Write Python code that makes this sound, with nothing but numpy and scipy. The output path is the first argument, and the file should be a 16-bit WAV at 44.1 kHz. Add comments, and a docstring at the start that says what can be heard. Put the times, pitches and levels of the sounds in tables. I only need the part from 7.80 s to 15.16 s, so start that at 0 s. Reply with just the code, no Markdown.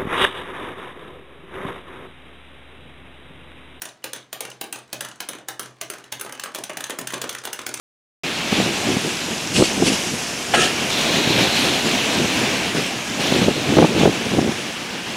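"""Surf washes up a stone seawall; the next wave breaks and slaps against the slabs.
Air pockets roar, smaller bubbles churn and wash, foam fizzes, falling water sprays.
Gusts hit the single microphone in short puffs and overload it. Close by, shoes scuff
over grit and something hollow, perhaps a loose slab, knocks and scrapes."""
import sys
import numpy as np
from scipy import signal
from scipy.fft import rfft, irfft, next_fast_len
from scipy.io import wavfile
from scipy.ndimage import uniform_filter1d, map_coordinates

SR = 44100
rng = np.random.default_rng(int(sys.argv[2]) if len(sys.argv) > 2 else 0)


def log_audio(samples):
    """Write samples as a 16-bit WAV file to the path given in sys.argv[1]."""
    # one column per channel
    frames = np.atleast_2d(samples).T
    # limit to full scale, then quantise
    limited = np.clip(frames, -1, 1)
    pcm = np.round(limited * 32767).astype(np.int16)
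    wavfile.write(sys.argv[1], SR, pcm)


N = 324576
TIME_S = np.arange(N) / SR
SPLASH_ATTACK_S = .014

# surf strength; one wave washes out, the next breaks and drains: t/s, level/dB
SURF_LEVEL = [(.44, -27.5), (1.15, -27), (1.6, -31.5), (2.15, -28.5), (2.6, -32), (2.92, -25.5),
              (3.06, -27), (3.45, -22.5), (4.0, -24.5), (4.65, -23), (5.24, -30), (5.6, -28.5),
              (6.3, -27.5), (6.8, -30), (7.08, -31.5), (7.3, -30.5)]
# foam bursting behind each wave: t/s, level/dB
FOAM_LEVEL = [(.44, -36), (1.1, -30.5), (1.6, -32.5), (2.25, -29), (2.55, -31.5), (3.8, -30), (4.65, -30),
              (5.2, -34.5), (6.7, -35), (7.1, -38.5)]
# spray from wash-up, breaking wave and wall slap: start/s, build-up/s, peak level/dB, fall/s
SPRAY_SURGES = [(.4, .35, -35.5, 0.89), (3.095, 0.55, -26, 0.53), (5.39, 0.12, -33.5, .5)]
# water landing on sea or wall: start/s, lift/dB, length/s
SPLASHES = [(0.708, 3.5, 0.11), (3.09, 2, 0.12), (3.31, 1.5, .05), (3.573, 2.5, 0.063), (3.748, 3, 0.1),
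            (4.046, 1, 0.07), (4.946, 2.5, 0.075), (5.39, 4.5, .26), (5.868, 2, 0.18), (6.171, 3.5, .075)]
# gusts: centre/s, level/dB, length/s
GUSTS = [(0.793, -16, 0.026), (0.883, -27, 0.075), (1.108, -21, 0.089), (1.266, -23.5, 0.043),
         (1.498, -29, 0.065), (1.802, -15, 0.074), (2.053, -21.5, 0.16), (2.335, -24.5, 0.03),
         (3.55, -26, 0.1), (4.417, -20.5, 0.092), (4.65, -30.5, 0.26), (4.974, -22.5, 0.055),
         (5.63, -18.5, 0.17), (5.773, -24, 0.02), (5.911, -17, 0.064), (5.991, -10, 0.044),
         (6.035, -11, 0.032), (6.229, -17, 0.16), (6.608, -19.5, .19)]
# hardest single eddies: t/s, level/dB
THUMPS = [(.729, -11.5), (1.17, -13), (1.825, -6.5), (2.025, -8), (2.038, -15), (3.477, -14.5),
          (3.507, -13.5), (5.524, -10.5), (5.62, -12), (5.685, -8.5), (5.989, -3), (6.046, -5.5),
          (6.235, -8.5), (6.259, -5.5), (6.278, -8), (6.468, -15), (6.591, -9)]
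# sole strokes: peak/s, level/dB, rise/s, fall/s
SCUFFS = [(1.769, -18, 0.017, 0.043), (1.85, -24.5, .015, 0.047), (2.082, -18, 0.029, 0.016),
          (2.135, -23.5, .012, 0.02), (2.746, -21, 0.0047, 0.027), (2.822, -19, 0.024, 0.046)]
# hollow slab modes: base f/Hz, base width/Hz, gain/dB
SLAB_MODES = [(345, 84, 2.5), (743, 60, 1), (1380, 30, 3.5), (1690, 40, -3), (1850, 40, 0.5),
              (2750, 150, -3), (3310, 74, -6)]
# longest slab overtones: f/Hz, level/dB, t60/s
SLAB_OVERTONES = [(1300, -22, 0.55), (1650, -21.5, 0.7)]

# noise spectra: f/Hz, relative level/dB
ROAR_SPECTRUM = [(25, -64), (60, -17), (120, -5), (240, 0.5), (350, -2), (500, -6.5), (700, -5.5),
                 (950, -9.5), (1400, -20), (3000, -46)]  # big air pockets
CHURN_SPECTRUM = [(500, -13), (900, -5), (1100, -3), (1380, -1.5), (1650, 1), (1950, -2), (2600, -11.5),
                  (5000, -52)]  # medium bubbles
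WASH_SPECTRUM = [(1200, -35), (1900, -8.5), (2300, -1), (2750, 0.5), (3300, -2), (4200, -7), (6500, -18.5),
                 (10000, -32)]  # small bubbles
FIZZ_SPECTRUM = [(3500, -21), (4800, -1.5), (5600, 1), (7000, -2), (8400, -7), (9700, -8), (11000, -12.5),
                 (13000, -19), (15700, -37)]  # bursting foam
SPRAY_SPECTRUM = [(1800, -27), (2500, -13), (3400, 0), (4200, 2), (4800, -11.5), (6800, -16), (8500, -27),
                  (11500, -21), (15700, -33)]  # falling water
BUFFET_SPECTRUM = [(20, -43), (50, -8), (100, -5.5), (190, 3), (340, 0), (480, -7), (720, -20), (1200, -31),
                   (5000, -49)]  # eddies on the microphone
TEAR_SPECTRUM = [(150, -55), (450, 10.5), (750, 2), (1300, -14.5), (2200, -41), (6000, -39)]  # strongest eddies
GRIT_SPECTRUM = [(1000, -12), (2100, -9), (2800, 2), (3600, -2.5), (5500, -3.5), (7500, -5.5), (10000, -10),
                 (12500, -26), (15700, -36)]  # grit under a sole


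def surf():
    """Air pockets roar, smaller bubbles churn and wash, bursting foam fizzes, falling water sprays."""
    usual_db, spent_at_s, fade_db_per_s = -27, 5.8, 0.5
    strength_db = np.interp(TIME_S, *np.transpose(SURF_LEVEL))
    foam_db = np.interp(TIME_S, *np.transpose(FOAM_LEVEL))
    lift_db = splash_lift_db()
    swing_db = strength_db - usual_db
    slosh = wobble(rate_hz=21.93)  # small splashes lift all bubble sizes together
    spent_db = fade_db_per_s * np.clip(TIME_S - spent_at_s, 0, 1)  # big pockets die out first
    roar_db = -27.5 + swing_db + 0.94 * lift_db - spent_db + 1.3 * slosh + 0.58 * wobble(rate_hz=14)
    roar = amp(roar_db) * coloured(patchy(depth_db=1.0), ROAR_SPECTRUM)
    drops = bubbles(centre_hz=2302, decay_cycles=5.1, spread_db=1.5, count=9000)
    churn_db = -33 + 0.77 * (swing_db + lift_db) + 0.22 * slosh
    churn = amp(churn_db) * coloured(patchy(depth_db=0.0) + 0.19 * drops, CHURN_SPECTRUM)
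    wash_db = strength_db + lift_db - 0.34 + 0.63 * slosh
    wash = amp(wash_db) * coloured(patchy(depth_db=1.0) + 0.21 * drops, WASH_SPECTRUM)
    foam = bubbles(centre_hz=6800, decay_cycles=1.9, spread_db=3.5, count=9000)
    fizz_db = foam_db + 0.78 * lift_db + 0.4 * slosh
    fizz = amp(fizz_db) * coloured(patchy(depth_db=1.5) + 0.34 * foam, FIZZ_SPECTRUM)
    spray_gain = surge_gain() * amp(1.03 * lift_db + wobble(rate_hz=25))
    spray = spray_gain * coloured(patchy(depth_db=1.7), SPRAY_SPECTRUM)
    return roar + churn + wash + fizz + spray


def splash_lift_db(release_s=0.031):
    """Each splash lifts the surf, holds while the water falls, then decays."""
    lift_db = np.zeros(N)
    for start_s, db, length_s in SPLASHES:
        attack = np.clip((TIME_S - start_s) / SPLASH_ATTACK_S, 0, 1)
        release = np.exp(-np.maximum(TIME_S - start_s - length_s, 0) / release_s)
        lift_db += db * attack * release
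    return lift_db


def surge_gain(build_db=1.5):
    """Each surge of spray starts abruptly, builds a little and fades."""
    gain = np.zeros(N)
    for start_s, build_s, db, fall_s in SPRAY_SURGES:
        attack = np.clip((TIME_S - start_s) / SPLASH_ATTACK_S, 0, 1)
        build_left = np.clip(1 - (TIME_S - start_s) / build_s, 0, 1)
        after_s = np.maximum(TIME_S - start_s - build_s, 0)
        gain += attack * amp(db - build_db * build_left) * np.exp(-.5 * (after_s / fall_s) ** 2)
    return gain


def bubbles(centre_hz, decay_cycles, spread_db, count):
    """Cloud of damped, slightly rising bubble tones, a few louder than the rest; rms 1."""
    when, size, pitch = rng.random((count, 3)).T
    hz = centre_hz * 3 ** (2 * pitch[:, None] - 1)
    k = np.arange(400)
    cycles = hz * k / SR
    age = cycles / decay_cycles
    chirp = 1 + 0.089 * np.minimum(age, 1)
    ring = np.sin(2 * np.pi * cycles * chirp) * np.exp(-age) * (1 - k / len(k))
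    gain = amp(-spread_db * np.log(np.maximum(size, .004)))[:, None]
    index = (when * N).astype(int)[:, None] + k
    return unit(np.bincount(index.ravel(), (gain * ring).ravel(), N)[:N])


def wind(tear_db=2.5, push_limit=.8, vent_hz=98, lowpass_hz=2400):
    """Eddies thump on the microphone; a higher tearing grows with the square of their push."""
    power = gust_power()
    thump = np.sqrt(power) * evened(coloured(rng.standard_normal(N), BUFFET_SPECTRUM), span_s=0.0074)
    tear = amp(tear_db) * power * evened(coloured(rng.standard_normal(N), TEAR_SPECTRUM), span_s=0.0076)
    push = thump + tear
    diaphragm = push / (1 + (push / push_limit) ** 4) ** .25  # overload

    def response(hz):
        """The vent leaks the deepest bass; the treble rolls off."""
        return hz ** 2 / np.hypot(hz ** 2, vent_hz ** 2) / np.hypot(1, (hz / lowpass_hz) ** 2)
    return filtered(diaphragm, response)


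def gust_power(edge_s=0.003, wake_db=-10.5, wake_s=0.044):
    """Abrupt, fluttering gusts, each inside a weak, longer stir, plus a few hard eddies."""
    power = np.zeros(N)
    for centre_s, db, length_s in GUSTS:
        outside_s = np.abs(TIME_S - centre_s) - length_s / 2
        core = .5 - .5 * np.tanh(outside_s / edge_s)
        wake = amp(wake_db) ** 2 * np.exp(-np.maximum(outside_s, 0) / wake_s)
        power += amp(db) ** 2 * (core + wake)
    thumps = sum(amp(db) ** 2 * eddy_power(TIME_S - at_s) for at_s, db in THUMPS)
    return power * flutter() + thumps


def flutter(eddies_per_s=65, scatter_db=1.5, smooth_share=0.29):
    """Power of small eddies at uneven gaps in a smooth flow; mean 1."""
    count = int(N / SR * eddies_per_s)
    shift, size = rng.standard_normal((count, 2)).T
    at_s = (np.arange(count) + 0.24 * shift) / eddies_per_s
    hits = np.bincount((at_s * SR).astype(int) % N, amp(scatter_db * size) ** 2, N)
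    pulse = eddy_power(np.arange(-SR // 20, SR // 20) / SR)
    stream = np.abs(signal.fftconvolve(hits, pulse, "same"))
    return smooth_share + (1 - smooth_share) * stream / stream.mean()


def eddy_power(offset_s, width_s=0.0062):
    """One eddy pressing on the microphone."""
    return np.exp2(-np.abs(2 * offset_s / width_s) ** 3)


def slab(knock_s=2.74):
    """The slab knocks, rings, then thuds dully under a brief fading grind."""
    knock_hz_db = [(250, -15), (750, 7), (1400, -2), (2800, 4), (5000, -5)]
    thud_hz_db = [(60, -30), (180, 0), (420, -1), (900, -37), (3000, -50)]
    hard = coloured(slab_contact(pitch_ratio=1.057, damping_hz=110), knock_hz_db)
    knock = amp(-10) * swell(knock_s, 0.002, 0.013) * evened(hard, span_s=0.0063)
    age_s = np.maximum(TIME_S - knock_s, 0)
    ring = sum(amp(db - 60 * age_s / t60_s) * np.sin(2 * np.pi * hz * age_s)
               for hz, db, t60_s in SLAB_OVERTONES)
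    rough = slab_contact(pitch_ratio=0.97, damping_hz=13)
    grind = amp(-18) * swell(2.78, 0.018, 0.072) * evened(rough, span_s=.03)
    dull = coloured(rng.standard_normal(N), thud_hz_db)
    thud = amp(-19.5) * swell(2.779, .002, .035) * evened(dull, span_s=0.016)
    return knock + ring + grind + thud


def slab_contact(pitch_ratio, damping_hz):
    """Rough contact noise ringing in the slab's modes; rms 1."""
    def modes(hz):
        """Resonances of alternating sign."""
        total = 0
        for k, (mode_hz, width_hz, db) in enumerate(SLAB_MODES):
            loss = 1j * hz * (width_hz + damping_hz)
            total += (-1) ** k * amp(db) * loss / ((pitch_ratio * mode_hz) ** 2 - hz ** 2 + loss)
        return total
    return unit(filtered(rng.standard_normal(N), modes))


def scuffs():
    """Grit crunches and hisses under a sliding sole."""
    strokes = sum(amp(db) * swell(peak_s, rise_s, fall_s) for peak_s, db, rise_s, fall_s in SCUFFS)
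    grains = bubbles(centre_hz=4960, decay_cycles=2.0, spread_db=1.0, count=10000)  # short pings
    return strokes * coloured(patchy(depth_db=2.8) + 0.46 * grains, GRIT_SPECTRUM)


def amp(db):
    """Decibels to gain."""
    return 10 ** (np.asarray(db) / 20)


def unit(x):
    """Scale to rms 1."""
    return x / np.sqrt(np.mean(x ** 2) + 1e-20)


def wobble(rate_hz):
    """Smooth random curve with knots at rate_hz."""
    return map_coordinates(rng.standard_normal(int(N * rate_hz / SR) + 4), [TIME_S * rate_hz])


def swell(peak_s, rise_s, fall_s):
    """Asymmetric Gaussian envelope."""
    width_s = np.where(TIME_S < peak_s, rise_s, fall_s)
    return np.exp(-.5 * ((TIME_S - peak_s) / width_s) ** 2)


def filtered(x, response):
    """Apply response(hz) by FFT."""
    size = next_fast_len(N + SR // 4)
    return irfft(rfft(x, size) * response(np.fft.rfftfreq(size, 1 / SR)), size)[:N]


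def coloured(x, spectrum):
    """Shape x by (f/Hz, level/dB) points on a log axis; rms 1."""
    knots_hz, db = np.transpose(spectrum)
    return unit(filtered(x, lambda hz: amp(np.interp(np.log(hz + 1), np.log(knots_hz), db))))


def patchy(depth_db):
    """White noise with random gain patches in time and frequency; rms 1."""
    bins = signal.stft(rng.standard_normal(N), nperseg=512)[2]
    patches = uniform_filter1d(rng.standard_normal(bins.shape), size=7, axis=0)
    patches = unit(uniform_filter1d(patches, size=10, axis=1))
    return unit(signal.istft(bins * amp(depth_db * patches), nperseg=512)[1][:N])


def evened(x, span_s):
    """Divide x by its running rms."""
    power = uniform_filter1d(x ** 2, max(int(span_s * SR), 8))
    return x / np.sqrt(np.abs(power) + 1e-3)


def scene():
    """All sources at one microphone, alike in both channels."""
    shore = surf() + wind() + scuffs() + slab()
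    return np.array([shore, shore])


def record(dry):
    """The microphone opens a moment late, flattens the strongest peaks and limits the band."""
    open_s, ceiling, hardness, top_hz = .435, .76, 8, 15800
    opened = dry * (TIME_S >= open_s)
    clipped = opened / (1 + np.abs(opened / ceiling) ** hardness) ** (1 / hardness)
    return np.array([filtered(channel, lambda hz: 1 / (1 + (hz / top_hz) ** 200))
                     for channel in clipped])


dry = scene()
out = record(dry)
log_audio(out)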